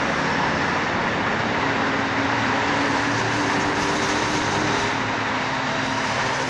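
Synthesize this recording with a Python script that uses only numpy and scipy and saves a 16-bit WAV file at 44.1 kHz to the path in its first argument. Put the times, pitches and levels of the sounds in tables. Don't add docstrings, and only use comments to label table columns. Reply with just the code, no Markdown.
import sys
import numpy as np
from scipy import signal
from scipy.io import wavfile
from scipy.ndimage import uniform_filter1d

SR = 44100
rng = np.random.default_rng(int(sys.argv[2]) if len(sys.argv) > 2 else 0)


def master_out(mix):
    frames = np.transpose(np.atleast_2d(mix))
    ceiling = np.clip(frames, -1, 1)
    pcm = np.round(ceiling * 32767).astype(np.int16)
    wavfile.write(sys.argv[1], SR, pcm)


N = 286205
TIME_S = np.arange(N) / SR


def undb(db):
    return 10 ** (np.asarray(db) / 20)


def curves(table):
    s, *columns = np.transpose(table)
    return [np.interp(TIME_S, s, column) for column in columns]


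def fade(start, end, edge=0.04):
    return np.clip(np.minimum(TIME_S - start, end - TIME_S) / edge + 1, 0, 1)


def span(table):
    return fade(table[0][0], table[-1][0])


def walk(rate):
    k = int(SR / rate)
    steps = np.repeat(rng.standard_normal(N // k + 1), k)
    return uniform_filter1d(uniform_filter1d(steps, k), k)[:N] * 4 / 3


def bumps(times, width_s):
    return np.exp(-((TIME_S - np.asarray(times)[:, None]) / width_s) ** 2)


def tone(hz, db, waver_db=0.0, drift_hz=0.436, blur_rad=0.0):
    turns = np.cumsum(hz + drift_hz * walk(6.1)) / SR + rng.random()
    phase = 2 * np.pi * turns + blur_rad * walk(45)
    return np.sqrt(2) * undb(db + waver_db * walk(26)) * np.sin(phase)


def family(hz, table, orders):
    return sum(tone(k * hz, db) for k, db in zip(orders, curves(table))) * span(table)


# t/s, level/dB
WIND = [(0.0, -46), (1.2, -49.5), (2.1, -55), (3.0, -49), (3.6, -54), (4.3, -45), (6.49, -54)]
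# t/s, peak level/dB
PUFFS = [(1.68, -51), (3.67, -33), (4.42, -42), (3.83, -35), (3.99, -48), (4.48, -42), (5.15, -43),
         (5.77, -40), (5.87, -41)]
PUFF_S = 0.011


def wind(low_hz=30, high_hz=90, buffet_db=-2.0):
    band = signal.butter(2, [low_hz, high_hz], "bandpass", fs=SR, output="sos")
    rumble = signal.sosfilt(band, rng.standard_normal(N))
    steady = undb(curves(WIND)[0] + buffet_db * walk(14))
    s, peak_db = np.transpose(PUFFS)
    puffs = undb(peak_db) @ bumps(s, PUFF_S)
    return rumble / np.std(rumble) * (steady + puffs)


# t/s, f/Hz, level/dB
THIN = [(4.1, 928, -35), (4.22, 920, -39), (4.4, 925, -41), (4.9, 937, -39), (5.12, 932, -38),
        (5.3, 930, -38), (5.45, 915, -42), (5.6, 922, -32), (5.77, 927, -47), (5.92, 927, -32),
        (6.05, 956, -45), (6.2, 943, -38), (6.49, 938, -35)]


def thin_whine():
    return tone(*curves(THIN), waver_db=1.5, drift_hz=12, blur_rad=1.6) * span(THIN)


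# t/s, f/Hz, level/dB
DRONE = [(2.3, 248, -55), (2.5, 254.7, -29.5), (2.65, 257, -43), (2.95, 259, -38), (3.2, 260, -58),
         (3.48, 262.4, -34), (3.9, 264.7, -55), (4.3, 266.6, -43), (4.6, 268, -47), (4.791, 268, -30.5),
         (4.9, 266, -48)]


def drone():
    return tone(*curves(DRONE), waver_db=-1.0, drift_hz=1.44) * span(DRONE)


# t/s, level/dB
WHINE = [(3.15, -40), (3.25, -31), (3.34, -46), (3.5, -34), (3.75, -34), (3.9, -32), (4.2, -34.5),
         (4.3, -37), (4.4, -38), (4.6, -36.5), (4.75, -31), (4.87, -33.5), (4.95, -52)]
WHINE_FROM_S, WHINE_HZ, WHINE_HZ_PER_S = 3.15, 385, 12.5
WHINE_WANDER_HZ, WHINE_FLUTTER_HZ = 1.445, 2


def driveline_whine():
    hz = WHINE_HZ + WHINE_HZ_PER_S * (TIME_S - WHINE_FROM_S)
    hz = hz + WHINE_WANDER_HZ * walk(14) + WHINE_FLUTTER_HZ * walk(50)
    return family(hz, WHINE, (1,))


# t/s, level/dB
ENGINE = [(0.0, -47), (0.9, -45.5), (1.42, -44), (1.55, -35), (1.75, -31), (2.28, -29.5), (2.42, -37),
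          (2.5, -34.5), (2.58, -35), (2.75, -29.5), (3.1, -28.5), (3.24, -39), (3.4, -27), (3.62, -30),
          (3.75, -34), (3.93, -30), (4.05, -36), (4.12, -32), (4.24, -37.5), (4.4, -28), (4.56, -39.5),
          (4.7, -32), (4.78, -38), (4.92, -42), (5.02, -35), (5.1, -34), (5.28, -41), (5.4, -33),
          (5.55, -36.5), (5.88, -30.5), (6.1, -39.5), (6.49, -38.5)]
# multiple of the strongest order, from t/s, to t/s, level/dB
UPPER = [(1 / 2, 5.5, 5.9, -40), (1 / 2, 6.15, 6.6, -38), (3 / 2, 1.2, 2.2, -40), (3 / 2, 2.5, 2.95, -38),
         (3 / 2, 3.3, 3.95, -41), (3 / 2, 6.2, 6.6, -40), (7 / 4, 6.0, 6.6, -44), (2, 6.05, 6.6, -41),
         (9 / 4, 6.1, 6.6, -46), (5 / 2, 5.35, 6.32, -39)]
START_HZ, CREEP_HZ_PER_S, PULL_FROM_S, PULL_HZ_PER_S = 259.2, 4.3, 1.05, 11.2
SHIFT_S, SHIFT_LENGTH_S, SHIFTED_HZ, SHIFTED_HZ_PER_S = 4.6, 0.47, 262.5, 1.75
ENGINE_WAVER_DB, ENGINE_BLUR_RAD = 2.5, 0.4


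def vehicle():
    creep_hz = CREEP_HZ_PER_S * np.minimum(TIME_S, PULL_FROM_S)
    pull_hz = PULL_HZ_PER_S * np.maximum(TIME_S - PULL_FROM_S, 0)
    low_gear = START_HZ + creep_hz + pull_hz
    high_gear = SHIFTED_HZ + SHIFTED_HZ_PER_S * (TIME_S - SHIFT_S - 1)
    shifted = np.clip((TIME_S - SHIFT_S) / SHIFT_LENGTH_S, 0, 1)
    hz = low_gear + shifted * (high_gear - low_gear)
    strongest = tone(hz, curves(ENGINE)[0], ENGINE_WAVER_DB, drift_hz=1.65, blur_rad=ENGINE_BLUR_RAD)
    others = sum(tone(k * hz, db, waver_db=1.0, drift_hz=1.197) * fade(start, end)
                 for k, start, end, db in UPPER)
    return strongest + others + driveline_whine() + thin_whine() + drone()


# t/s, lower hum level/dB, higher hum level/dB
HUMS = [(0.5, -59, -69), (0.999, -47.5, -44.5), (1.65, -51, -39), (1.85, -52, -42), (2.05, -48, -40.5),
        (2.4, -41, -34.5), (2.6, -40, -37.5), (2.78, -38, -44), (3.0, -44, -38), (3.1, -44, -31.5),
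        (3.45, -37, -36.5), (3.56, -39, -47), (4.0, -45, -49), (4.2, -50, -35), (4.48, -35, -45),
        (4.75, -43, -38), (5.15, -41.5, -40), (5.6, -53, -47), (6.0, -42, -42), (6.49, -58, -45)]
# multiple, level against it/dB
HUM_OVERTONES = [(2, -2), (5, -3)]
HUM_LOW_HZ, HUM_HIGH_HZ, HUM_SAG_FROM_S, HUM_SAG_HZ_PER_S = 105.4, 114.7, 4.2, 1.61
RUMBLE_HZ, RUMBLE_DB, RUMBLE_FADE_DB_PER_S = 33, -56.5, 3.7


def shaft_hums():
    low_db, high_db = curves(HUMS)
    low = tone(HUM_LOW_HZ, low_db, drift_hz=0.98)
    overtones = sum(tone(k * HUM_LOW_HZ, low_db + rel_db, drift_hz=k * 0.92)
                    for k, rel_db in HUM_OVERTONES)
    high_hz = HUM_HIGH_HZ - HUM_SAG_HZ_PER_S * np.maximum(TIME_S - HUM_SAG_FROM_S, 0)
    high = tone(high_hz, high_db, waver_db=2.5)
    rumble_db = RUMBLE_DB - RUMBLE_FADE_DB_PER_S * TIME_S
    rumble = tone(RUMBLE_HZ, rumble_db, waver_db=2.5, drift_hz=2.5)
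    return (low + overtones + high + rumble) * span(HUMS)


# t/s, 1st tone level/dB, 2nd tone level/dB, 3rd tone level/dB
TAIL = [(0.0, -43, -50, -43), (0.2, -46, -38.5, -46), (0.35, -45, -36, -41), (0.58, -46, -35.5, -42),
        (0.75, -49, -43.5, -41), (1.3, -52, -40, -38), (2.2, -55, -47, -42), (2.75, -44, -43, -44),
        (3.3, -53, -43, -55), (3.6, -47, -40, -59), (4.2, -45, -43.5, -40), (4.6, -48, -36.5, -50),
        (5.3, -54, -49, -47), (5.7, -53, -41.5, -42), (6.49, -50, -42, -48)]
# t/s, 1st level/dB, 2nd level/dB, 3rd level/dB, 6th level/dB
FAN = [(0.0, -55, -50, -41, -36.5), (0.55, -38.5, -38.5, -35.5, -46), (0.75, -43, -41, -44, -48),
       (1.2, -42, -39, -45, -43), (2.2, -44.5, -58, -55, -46.5), (3.0, -53, -60, -61, -49)]
# t/s, level/dB
GEAR = [(0, -44), (0.25, -43), (0.38, -37), (0.55, -41), (0.75, -45), (0.95, -42), (1.3, -48)]
TAIL_HZ, TAIL_SAG_HZ_PER_S = 75.73, 0.3
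FAN_HZ, GEAR_HZ = 91.6, 1755


def rotor():
    tail = family(TAIL_HZ - TAIL_SAG_HZ_PER_S * TIME_S, TAIL, (1, 2, 3))
    fan = family(FAN_HZ, FAN, (1, 2, 3, 6))
    gear = family(GEAR_HZ + 3 * walk(12), GEAR, (1,))
    return tail + fan + gear + shaft_hums()


BLADE_HZ, CHOP_DB, CHOP_SCATTER, CHOP_FALL = 15.0, 1.4, 0.46, 0.32


def chop():
    turns = np.cumsum(BLADE_HZ * (1 + 0.06 * walk(6.5))) / SR
    size = np.maximum(1 + CHOP_SCATTER * rng.standard_normal(N // 1000), 0)
    lift = size[turns.astype(int)] * np.exp(-(turns % 1) / CHOP_FALL)
    return CHOP_DB * uniform_filter1d(lift - np.mean(lift), size=150)


# t/s, change/dB when the treble is fully open
HISS_JUMPS = [(3.185, 10), (3.585, -7), (3.62, 5), (3.725, -6), (3.85, 3), (4.19, 3), (4.605, 9)]
HISS_JUMP_S = 0.011
THROB_HZ, THROB_AT_S = 14.25, 4.106
THROB_DB, THROB_SCATTER = 2, 0.51


def throb():
    turns = THROB_HZ * (TIME_S - THROB_AT_S)
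    depth_db = THROB_DB * np.maximum(1 + THROB_SCATTER * walk(THROB_HZ), 0)
    s, jump_db = np.transpose(HISS_JUMPS)
    return depth_db * np.cos(2 * np.pi * turns) + jump_db @ bumps(s, HISS_JUMP_S)


# t/s, lower f/Hz, lower level/dB, upper f/Hz, upper level/dB
HISS_BANDS = [(0, 3670, 0.5, 5800, 5), (0.5, 3700, 0, 5270, 3.5), (1.2, 3700, 1, 5830, -1),
              (2.5, 3750, 1, 5900, -1), (3.1, 3800, -1, 5900, 1.5), (3.3, 4900, 2, 6300, 2),
              (3.45, 4700, -1, 6350, 3.5), (3.6, 3900, -0.5, 6350, 1.5), (4.2, 3850, 2.5, 6300, 4.5),
              (4.6, 3800, 3, 6250, 5.5), (5.0, 3804, 3, 6005, 1), (5.7, 3830, 2, 5500, -1),
              (5.85, 3900, 3.5, 5500, 1), (6.05, 4010, 0, 5880, 1), (6.49, 4100, -4, 6070, 1)]
HISS_BAND_WIDTH_HZ, THROB_CENTRE_HZ, THROB_WIDTH_HZ = 270, 6300, 1360


def hiss_colour(hz, at, opened):
    low_hz, low_db, high_hz, high_db = curves(HISS_BANDS)
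    lower = low_db[at] * np.exp(-((hz - low_hz[at]) / HISS_BAND_WIDTH_HZ) ** 2)
    upper = high_db[at] * np.exp(-((hz - high_hz[at]) / HISS_BAND_WIDTH_HZ) ** 2)
    throb_band = np.exp(-((hz - THROB_CENTRE_HZ) / THROB_WIDTH_HZ) ** 2)
    return lower + upper + (opened * throb()[at]) * throb_band


# t/s, lower level/dB, upper level/dB
NARROW_BANDS = [(0, -1, 3), (1.2, -0.5, -0.5), (2.1, 0, -1.5), (2.5, 2.5, 0), (3.0, 3, 3.5),
                (3.7, 3.5, 2.5), (4.2, 2, -1.5), (4.85, 2.5, -1), (5.5, 0.5, -2), (6.49, 4.5, 1.5)]
# t/s, change/dB, half length/s
BAND_SWELLS = [(0.306, 5, 0.014), (0.43, 9.5, .04), (1.0, 5, .015), (1.071, 10, .016), (1.11, -9, .02),
               (1.9, -3, .03), (2.04, 0, 0.025), (2.358, 2.5, 0.036), (2.855, 5, 0.018), (3.43, 4, .02),
               (4.214, 4.5, 0.046), (4.56, 5, .02)]
LOWER_BAND_HZ, LOWER_WIDTH_HZ, LOWER_NARROWS_HZ_PER_S = 938, 87, 5.5
UPPER_BAND_HZ, UPPER_WIDTH_HZ = 1710, 50


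def narrow_band_colour(hz, s, at):
    lower_db, upper_db = curves(NARROW_BANDS)
    swell_s, swell_db, swell_half_s = np.transpose(BAND_SWELLS)
    lower_db = lower_db + swell_db @ bumps(swell_s, swell_half_s[:, None])
    width_hz = LOWER_WIDTH_HZ - LOWER_NARROWS_HZ_PER_S * s
    lower = lower_db[at] / (1 + ((hz - LOWER_BAND_HZ) / width_hz) ** 2)
    upper = upper_db[at] / (1 + ((hz - UPPER_BAND_HZ) / UPPER_WIDTH_HZ) ** 2)
    return lower + upper


# t/s, lag/ms, share before filtering/0-1
WALL = [(0, 1.1, .1), (3, 1.07, .13), (4, 1.07, .08), (4.6, 1.05, .14), (5.1, 1.05, .07), (5.5, 1.06, .1),
        (5.7, 1.06, .24), (5.97, 1.03, .32), (6.1, 1.0, .14), (6.49, .96, .16)]
# t/s, lag/ms, share before filtering/0-1
ROOF = [(6.05, 2.4, 0), (6.2, 2.27, .24), (6.3, 2.2, .16), (6.49, 1.95, .24)]
# lowest f/Hz, highest f/Hz
WALL_BAND_HZ = (2300, 6500)


def wall_echo(direct):
    sample = np.arange(N)
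    echo = sum(share * np.interp(sample - lag_ms * SR / 1000, sample, direct)
               for lag_ms, share in (curves(WALL), curves(ROOF)))
    band = signal.butter(1, WALL_BAND_HZ, "bandpass", fs=SR, output="sos")
    return signal.sosfiltfilt(band, echo)


# t/s, level/dB, bass lift/dB, treble lift/dB
ROAR = [(0.0, -23.5, 6.5, -5.5), (0.45, -22.5, 3.5, -6), (1.0, -22.5, 3.5, -8.5), (1.7, -22, 1.5, -9),
        (2.25, -22.5, 1.5, -7.5), (2.55, -21, -2.5, -6.5), (2.9, -23, 2.5, -3), (3.25, -23.5, 1.5, -3),
        (3.4, -23, -1, -0.5), (3.58, -24, 4.5, -1), (3.74, -24, 3.5, -2.5), (3.8, -24.5, 3, 1.5),
        (3.97, -25, 5.5, 0.5), (4.1, -22.5, -0.5, 0.5), (4.22, -24, 3, -0.5), (4.33, -24.5, 5, 1),
        (4.45, -24, 4, -0.5), (4.62, -23.5, 4.5, -3), (4.82, -22, -2, -1.5), (4.97, -24, 0.5, -5.5),
        (5.3, -23, -1.5, -6.5), (5.62, -23, -4.5, -6), (5.9, -24.5, -2, -2), (6.2, -22.5, -5, -2.5),
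        (6.49, -25, 1.5, 0)]
# f/Hz, level per Hz/dB
ROAR_COLOUR = [(40, -34), (60, -22), (82, -16), (98, -13.5), (182, -5), (265, -3.5), (338, -5.5), (680, -5),
               (960, -1.5), (1220, -5.5), (1780, -3), (1970, -5.5), (2150, -6.5), (2380, -9.5),
               (2800, -11.5), (3200, -14.5), (3700, -14.5), (4300, -15.5), (5600, -16.5), (6300, -18.5),
               (7000, -22), (8200, -31.5), (12300, -45)]
BASS_KNEE_HZ, TREBLE_KNEE_HZ, TREBLE_POWER, TREBLE_SLOPE = 404, 3480, 2.9, 0.45
EDGE_LEAST_HZ, EDGE_HZ, EDGE_HZ_PER_DB = 8060, 10880, 420.5
OPEN_GUST_DB, OPEN_FROM_DB, OPEN_SPAN_DB = 0.15, -6, 6


def roar(flicker_db=0.43, top_flicker_db=0.2, gust_db=0.38, edge_waver_db=1.5, beyond_db_per_khz=90):
    level_db, bass_db, treble_db = curves(ROAR)
    hz, s, noise = signal.stft(rng.standard_normal(N), SR, nperseg=1024, noverlap=768)
    hz = hz[:, None]
    at = np.minimum((s * SR).astype(int), N - 1)
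    octave = np.log2(np.maximum(hz, 1))
    colour_hz, colour_level_db = np.transpose(ROAR_COLOUR)
    colour_db = np.interp(octave, np.log2(colour_hz), colour_level_db, left=-60)

    low = 1 / (1 + (hz / BASS_KNEE_HZ) ** 2)
    high = 1 - 1 / (1 + (hz / TREBLE_KNEE_HZ) ** TREBLE_POWER)
    high = high * (hz / TREBLE_KNEE_HZ) ** TREBLE_SLOPE
    opened = np.clip((treble_db - OPEN_FROM_DB) / OPEN_SPAN_DB, 0, 1)

    flicker = sum(np.clip(1 - np.abs(3 * octave - k), 0, 1) * walk(22)[at] for k in range(16, 43))
    flicker = (flicker_db + top_flicker_db * high) * flicker
    gusty_treble_db = treble_db + (gust_db + OPEN_GUST_DB * opened) * walk(24.04)

    moving_db = low * bass_db[at] + high * gusty_treble_db[at] + flicker
    moving_db = moving_db + narrow_band_colour(hz, s, at) + hiss_colour(hz, at, opened[at])
    edge_hz = EDGE_HZ + EDGE_HZ_PER_DB * (treble_db + edge_waver_db * walk(22))
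    edge_hz = np.maximum(EDGE_LEAST_HZ, edge_hz)
    lost_db = beyond_db_per_khz * np.maximum(hz - edge_hz[at], 0) / 1000

    coloured = noise * undb(colour_db + moving_db - lost_db)
    direct = signal.istft(coloured, SR, nperseg=1024, noverlap=768)[1][:N]
    direct /= np.sqrt(np.mean(undb(colour_db) ** 2))
    return undb(level_db + chop()) * (direct + wall_echo(direct))


def scene():
    return (wind() + vehicle() + rotor() + roar())[None]


TOP_HZ = 12300


def record(dry):
    return signal.sosfilt(signal.ellip(8, .2, 70, TOP_HZ, fs=SR, output="sos"), dry)


dry = scene()
out = record(dry)
master_out(out)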